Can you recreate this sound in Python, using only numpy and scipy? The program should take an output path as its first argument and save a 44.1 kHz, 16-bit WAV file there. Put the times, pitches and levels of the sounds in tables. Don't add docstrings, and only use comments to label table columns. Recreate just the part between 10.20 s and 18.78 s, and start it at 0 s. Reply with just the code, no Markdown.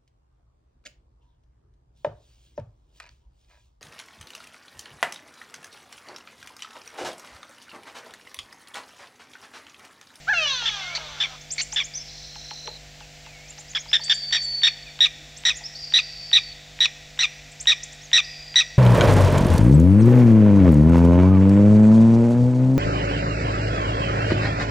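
import sys
import numpy as np
from scipy import signal
from scipy.fft import rfft, irfft, next_fast_len
from scipy.io import wavfile
from scipy.ndimage import map_coordinates

SR = 44100
rng = np.random.default_rng(int(sys.argv[2]) if len(sys.argv) > 2 else 0)


def generate_wav(signal):
    frames = np.transpose(np.atleast_2d(signal))
    scaled = np.clip(frames, -1, 1) * 32767
    pcm = np.round(scaled).astype(np.int16)
    wavfile.write(sys.argv[1], SR, pcm)


N = 378378

# f/Hz, level/dB
AIR_COLOUR = [(20, -12), (36, -4), (50, 5), (85, -6), (200, -14.5), (380, -22.5), (620, -12), (820, -13),
              (1100, -19.5), (2000, -8), (2900, -10), (4300, -10), (6000, -12), (6700, -14.5), (7300, -13),
              (8300, -25), (9300, -31.5), (15700, -32.5)]
# f/Hz, level/dB
HUM_PARTIALS = [(50, -57), (100, -68.5), (150, -53.5), (200, -72.5), (250, -66.5), (300, -69.5), (350, -82),
                (400, -71), (500, -63), (600, -67.5), (650, -67), (700, -62), (800, -68.5)]
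# f/Hz, t60/s, level/dB
TREE_REVERB = [(300, 0.42, 8), (1260, 0.51, 0.5), (2120, 1.59, 5.5), (2900, 1.2, -4), (3450, 1.63, 0.5),
               (3800, 1.4, -11.5), (4900, 1, 8.5), (6200, 0.86, 1), (7400, 0.74, 2.5)]
# t/s, length/s, centre f/Hz, level/dB
BUMP_CUES = [(2.439, 0.065, 513, -46), (4.882, 0.26, 286, -61.5), (5.393, 0.039, 790, -50),
             (7.232, 0.062, 270, -59)]
# t/s, length/s, start f/Hz, middle f/Hz, end f/Hz, level/dB
SWOOP_CUES = [(0.603, .16, 2130, 2150, 2386, -43), (2.805, .055, 3150, 2650, 2350, -56),
              (3.039, .31, 3000, 2180, 3070, -57.5), (4.653, 0.053, 2650, 2400, 2210, -50)]
# t/s, relative level/dB
TICK_CUES = [(0.256, -36), (0.422, -31.5), (0.599, -37), (0.776, -32.5), (1.528, -35), (2.158, -37.5),
             (2.311, -31.5), (2.476, -30), (2.807, -39.5), (3.065, -41), (3.383, -42.5), (3.658, -41),
             (3.796, -38)]
# f/Hz, level/dB
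TICK_EQ = [(600, -6), (850, 5.5), (1100, -13), (1500, -3.5), (2200, -8.5), (3100, -0.5), (4000, -9.5),
           (6500, -12), (8000, -23.5)]
# t/s, length/s, start f/Hz, end f/Hz, start level/dB, end level/dB, quaver amount
WHISTLE_CUES = [(1.85, 0.65, 5160, 5900, -51.5, -52, 0.054), (1.871, 0.71, 4135, 4090, -54, -43.5, 0.034),
                (3.804, 0.7, 4670, 4470, -38.5, -31, 0.011), (5.47, .78, 5600, 5220, -53.5, -52.5, .028),
                (5.544, .795, 4806, 4510, -42, -44.5, .021), (8.03, 0.53, 4930, 4650, -44, -56.5, .018)]
# t/s, length/s, top f/Hz, level/dB
SLUR_CUES = [(1.207, .024, 6900, -45.5), (1.304, .042, 7750, -31.5), (1.405, .037, 7530, -34),
             (1.518, .04, 7410, -33.5), (1.632, .038, 7050, -36), (1.736, .053, 6210, -31),
             (1.778, .055, 5510, -37), (3.276, .043, 7340, -46.5), (3.378, .042, 7400, -43),
             (3.481, .044, 7000, -42), (3.58, .045, 6760, -39), (3.681, .052, 5350, -38),
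             (3.833, .034, 8240, -32.5), (3.926, .04, 7500, -38), (4.208, .054, 7760, -45.5),
             (5.163, .05, 8800, -42.5), (5.254, .025, 7700, -42), (5.337, .056, 7050, -42),
             (5.436, .042, 5500, -33.5), (7.306, .03, 8100, -48.5), (7.397, .037, 8200, -34.5),
             (7.63, 0.031, 9200, -35), (7.719, .035, 8400, -44.5), (7.807, .06, 6730, -46.5)]
# f/Hz, level/dB
CRY_EQ = [(300, -48), (650, -4.5), (950, -8.5), (1400, -0.5), (2000, -11.5), (2800, -5), (4200, -5.5),
          (5200, -14.5), (6000, -6.5), (6900, -24.5), (8000, -31.5)]
# t/s, level/dB
CRY_LEVEL = [(.085, -21.5), (.13, -23.5), (.155, -29.5), (.187, -23), (.215, -27.5), (.3, -27), (.4, -33.5),
             (.54, -34.5), (.72, -41), (1.15, -46.5)]
# t/s, f/Hz
CRY_FORMANT = [(.08, 1440), (.11, 1760), (.128, 1620), (.145, 2580), (.22, 2680), (.275, 3070), (.32, 4000),
               (.45, 3370)]
# t/s, warble length/s, tail length/s, f/Hz, level/dB,
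# 1st harmonic against the 2nd level/dB, relative tail level/dB
CHIP_CUES = [(0.455, 0.037, .01, 1717, -23, -13, -9.5), (.75, .025, 0.0064, 2180, -25.5, -9.5, -12),
             (1.001, 0.035, 0.023, 1720, -23, -12, -5.5), (1.38, .03, .009, 2190, -24.5, -7.5, -7.5),
             (1.56, .041, .025, 1712, -23, -11.5, -5.5), (3.549, .026, .009, 1668, -24.5, -8, -7),
             (3.73, 0.041, 0.0026, 1754, -17, -10, -25), (3.896, 0.035, 0.0052, 1736, -17, -11, -20),
             (4.124, 0.047, .012, 1815, -21, -6.5, -11), (4.433, .049, 0.0073, 1813, -15.5, -12, -9.5),
             (4.805, 0.051, .016, 1850, -14, -17, -10.5), (5.251, .052, .02, 1866, -18, -9, -10),
             (5.737, .05, .016, 1892, -14.5, -15.5, -7.5), (6.129, .047, .016, 1867, -12.5, -18, -11),
             (6.604, .051, .009, 1868, -16, -14, -4.5), (6.99, .042, .025, 1884, -20.5, -9.5, -0.5),
             (7.471, .047, .017, 1862, -14.5, -11.5, -6), (7.93, .05, .025, 1873, -14, -10.5, -6),
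             (8.357, 0.05, .019, 1885, -13.5, -10, -10.5)]
# f/Hz, level/dB
CHIP_EQ = [(400, -14.5), (850, 0), (1100, -3.5), (1500, -3.5), (2050, .5), (2600, .5), (3900, -3),
           (4700, -6.5), (5850, 4), (6700, -8.5), (7600, -0.5)]
# multiple of the pitch, level/dB
TAIL_PARTIALS = [(1, -15), (2, -1), (3, 1.5), (4, -12.5), (5, -14.5), (6, -20)]

FOLD_HZ, TOP_HZ = 8000, 15780
WARBLE_HZ, BREAK_RATIO = 100.8, .7


def amp(db):
    return 10 ** (np.asarray(db) / 20)


def unit(x):
    return x / np.sqrt(np.mean(x ** 2) + 1e-20)


def along(points, hz):
    f, db = np.transpose(points)
    return np.interp(np.log(hz + 1), np.log(f + 1), db)


def curves(rows, at):
    axis, *columns = np.transpose(rows)
    return [np.interp(at, axis, column) for column in columns]


def clock(length):
    return np.arange(int(max(length, .002) * SR)) / SR


def wobble(rate, t):
    u = (t - t[0]) * rate
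    return map_coordinates(rng.standard_normal(int(u[-1]) + 4), [u + 1], mode="nearest")


def cycle(hz):
    return 2 * np.pi * np.cumsum(hz) / SR


def gate(t, length, rise, fall):
    return np.sin(np.pi / 2 * np.clip(np.minimum(t / rise, (length - t) / fall), 0, 1)) ** 2


def filtered(x, response):
    m = next_fast_len(x.shape[-1] + 8192)
    return irfft(rfft(x, m) * response(np.fft.rfftfreq(m, 1 / SR)), m)[..., :x.shape[-1]]


def add(track, s, sound):
    part = track[max(round(s * SR), 0):][:len(sound)]
    part += sound[:len(part)]


def background():
    t = np.arange(N) / SR
    air = unit(filtered(rng.standard_normal(N), lambda hz: amp(along(AIR_COLOUR, hz))))
    hum = sum(amp(db + .4 * wobble(3, t)) * np.sin(2 * np.pi * (hz * t + rng.random()))
              for hz, db in HUM_PARTIALS)
    return amp(-48) * air + np.sqrt(2) * hum


def bush(x, near_db, far_db):
    hz, frame_s, noise = signal.stft(rng.standard_normal(SR), SR, nperseg=256)
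    t60, colour_db = curves(TREE_REVERB, hz[:, None])
    far = signal.istft(noise * amp(colour_db - 60 * frame_s / t60), SR, nperseg=256)[1][:SR]
    t = np.arange(len(far)) / SR
    far *= 1 - np.exp(-t / .0049)
    near = rng.standard_normal(len(t)) * amp(-60 * t / .12) * (t > .003)
    answer = amp(near_db) * near / np.linalg.norm(near) + amp(far_db) * far / np.linalg.norm(far)
    return x + signal.fftconvolve(x, answer)[:N]


def bumps():
    out = np.zeros(N)
    for s, length, centre_hz, db in BUMP_CUES:
        t = clock(length)
        noise = rng.standard_normal(len(t))
        dull = filtered(noise, lambda hz: 1 / (1 + ((hz - centre_hz) / (.19 * centre_hz)) ** 4))
        add(out, s, amp(db) * unit(dull) * gate(t, length, .6 * length, .38 * length))
    return out


def swoops():
    out = np.zeros(N)
    for s, length, start_hz, middle_hz, end_hz, level_db in SWOOP_CUES:
        t = clock(length)
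        bend = np.polyfit([0, .5, 1], [start_hz, middle_hz, end_hz], 2)
        hz = np.polyval(bend, t / length)
        note = unit(np.sin(cycle(hz * (1 + .005 * wobble(700, t)))))
        add(out, s, amp(level_db + 1.5 * wobble(40, t)) * gate(t, length, .02, .02) * note)
    return out


def whip():
    t = clock(.03)
    hz = 850 + 6500 * np.exp(-t / .0015)
    sweep = np.sin(cycle(hz * (1 + .1 * wobble(1500, t))))
    return sweep * amp(along(TICK_EQ, hz) - 60 * t / .032) * gate(t, t[-1], .0004, .01)


def ticks():
    out = np.zeros(N)
    for s, db in TICK_CUES:
        add(out, s - .003, amp(db + 7.5) * whip())
    return out


def whistles():
    out = np.zeros(N)
    for s, length, start_hz, end_hz, start_db, end_db, quaver in WHISTLE_CUES:
        t = clock(length)
        late = t / length
        glide_hz = start_hz + (end_hz - start_hz) * late ** .75
        scoop = .0806 * np.exp(-t / .013)
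        droop = .03 * np.exp((t - length) / .02)
        shake = quaver * (1 - .6 * late)
        jitter = 1.9 * shake * wobble(912, t) + .003 * wobble(30, t)
        note = unit(np.sin(cycle(glide_hz * (1 - scoop - droop) * (1 + jitter))))
        flutter_db = (1.1 + 100 * np.minimum(shake, .025)) * wobble(200, t)
        level_db = start_db + (end_db - start_db) * late + flutter_db
        add(out, s, amp(level_db) * gate(t, length, .012, .012) * note)
    return out


def slurs(start_hz=4600, crest_share=.64):
    out = np.zeros(N)
    for s, length, top_hz, level_db in SLUR_CUES:
        t = clock(length)
        hz = top_hz - (top_hz - start_hz) * np.abs(t / (crest_share * length) - 1) ** 1.45
        note = np.sin(cycle(hz * (1 + .022 * wobble(700, t))))
        lift_db = 3 * np.clip((hz - 6000) / 1000, -1, 1)
        add(out, s, amp(level_db + lift_db + 3 * wobble(130, t)) * gate(t, length, .003, .01) * note)
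    return out


def cry_pitch(t, crest_s=.11, width_s=.04, foot_hz=496.4, top_hz=871):
    since = t - crest_s
    arch = foot_hz + (top_hz - foot_hz) * np.exp(-(since / width_s) ** 2)
    sinking = 1 / (1 / 762 + .0026 * since)
    return np.select([since < 0, since < width_s], [arch, np.maximum(arch, sinking)], sinking)


def cry(start_s=.069, length=1.133):
    out, t = np.zeros(N), clock(length) + start_s
    pitch = cry_pitch(t)
    throat_hz, = curves(CRY_FORMANT, t)
    level_db, = curves(CRY_LEVEL, t)
    catch = .6 * np.exp(-(t - start_s) / .014)
    rasp = np.clip(.092 + catch + np.maximum(t - .25, 0), 0, .72)
    phase = cycle(pitch * (1 + .02 * rasp * wobble(300, t) + .003 * wobble(60, t)))
    pure = np.interp(t, [.112, .165], [1, 0])
    voice, power = 0, 0
    for k in range(1, 28):
        hz = k * pitch
        resonance_db = 17 * (1 - rasp) / (1 + ((hz - throat_hz) / 250) ** 2)
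        mellow_db = -17 * pure * np.clip(hz / 1700 - 1, 0, 1)
        chest_db = 13 * (rasp - .3) / (1 + (hz / 1300) ** 4)
        colour_db = along(CRY_EQ, hz) + resonance_db + mellow_db + chest_db
        gain = amp(colour_db + 2.1 * wobble(29.74, t)) * (hz < FOLD_HZ)
        hoarse = rasp * (.89 + .26 * hz / 4000) + .2 * (hz / 5000) ** 2
        voice += gain * (1 + hoarse * wobble(420, t)) * np.sin(k * phase)
        voice += gain * hoarse * wobble(420, t) * np.cos(k * phase)
        power += gain ** 2 * (1 + 2 * hoarse ** 2) / 2
    envelope = amp(level_db) * gate(t - start_s, length, .022, .07)
    add(out, start_s, envelope * voice / np.sqrt(power))
    return out


def raspy(phase, partials, rasp, t):
    def grit():
        return rasp * (.65 * wobble(1000, t) + .28 * wobble(2600, t))
    return sum(amp(db) * ((1 + grit()) * np.sin(k * phase) + grit() * np.cos(k * phase))
               for k, db in partials)


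def steadied(x, top):
    x = unit(x)
    envelope = np.abs(signal.hilbert(x))
    return unit(x / (1 + (envelope / top) ** 4) ** (1 / 4))


def warble(length, pitch, rasp, first_db):
    t = clock(length + .0022)
    late = t / t[-1]
    rate = WARBLE_HZ * (1 + .045 * (wobble(100, t) + wobble(9.9, t)))
    notch = (1 - np.abs(np.sin(cycle(rate) / 2))) ** 1.513
    dip = notch * amp(2.12 * wobble(105.3, t))
    jitter = .01 * wobble(151.3, t) + .007 * wobble(700, t)
    bow = 1.044 + .006 * (.5 - late) - .17 * (late - .44) ** 2
    phase = cycle(pitch * (bow - .1389 * dip * (.756 + .5 * late) + jitter))
    partials = [(1, first_db), (2, 0), (3, first_db - 2), (4, first_db - 10)]
    level_db = -(7.5 + 8 * late) * dip - 1.8 * late + 1.9 * wobble(150, t)
    envelope = amp(level_db) * gate(t, length + .002, .0016, .0057)
    roughness = (rasp + .28 * late ** 3) * (.56 + 1.47 * notch)
    voice = raspy(phase, partials, roughness, t)
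    undertone = amp(-34 + 12 * late) * raspy(BREAK_RATIO * phase, [(1.8, 0)], 1, t)
    return steadied(envelope * (voice + undertone), top=1.84)


def voice_break(length, pitch):
    t = clock(length + .0039)
    late = t / t[-1]
    shake = np.sin(2 * np.pi * WARBLE_HZ * t)
    hz = pitch * (BREAK_RATIO - .095 * late) * (1 + .02 * shake + .014 * wobble(400, t))
    fade = amp(-12 * late + 2.6 * shake + .8 * wobble(200, t)) * gate(t, t[-1], .0012, .0035)
    return steadied(fade * raspy(cycle(hz), TAIL_PARTIALS, .36, t), top=3.5)


def chips():
    out, t = np.zeros(N), clock(.03)
    tick_envelope = amp(-2.5 - 60 * t / .027) * gate(t, t[-1], .0023, .01)
    for s, length, tail_s, pitch, level_db, first_db, tail_db in CHIP_CUES:
        rasp = .14 + .07 * max(-13 - level_db, 0)
        add(out, s - .0155, amp(level_db) * tick_envelope * whip())
        add(out, s, amp(level_db) * warble(length, pitch, rasp, first_db))
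        add(out, s + length, amp(level_db + tail_db + 1.5) * voice_break(tail_s, pitch))
    return filtered(out, lambda hz: amp(along(CHIP_EQ, hz)))


def scene():
    close = bush(chips(), near_db=-16, far_db=-19)
    crier = bush(cry(), near_db=-11, far_db=-13.5)
    distant = bush(slurs() + whistles() + swoops() + bumps(), near_db=-10, far_db=-12.5)
    ticking = bush(ticks(), near_db=-12, far_db=-17)
    mono = close + crier + distant + ticking
    return np.array([mono, mono])


def record(dry):
    t = np.arange(N) / SR
    inband = filtered(dry, lambda hz: hz < FOLD_HZ)
    mirrored = inband * (1 + 2 * np.cos(2 * np.pi * 2 * FOLD_HZ * t))
    eq_hz = [6400, 6870, 7240, 7820, 8700, 9040, 9600]
    eq_db = [3, -2, 6.5, -8, -10, -23, -96.5]
    link = filtered(mirrored, lambda hz: amp(np.interp(hz, eq_hz, eq_db)))
    return filtered(link + background(), lambda hz: hz < TOP_HZ)


dry = scene()
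out = record(dry)
generate_wav(out)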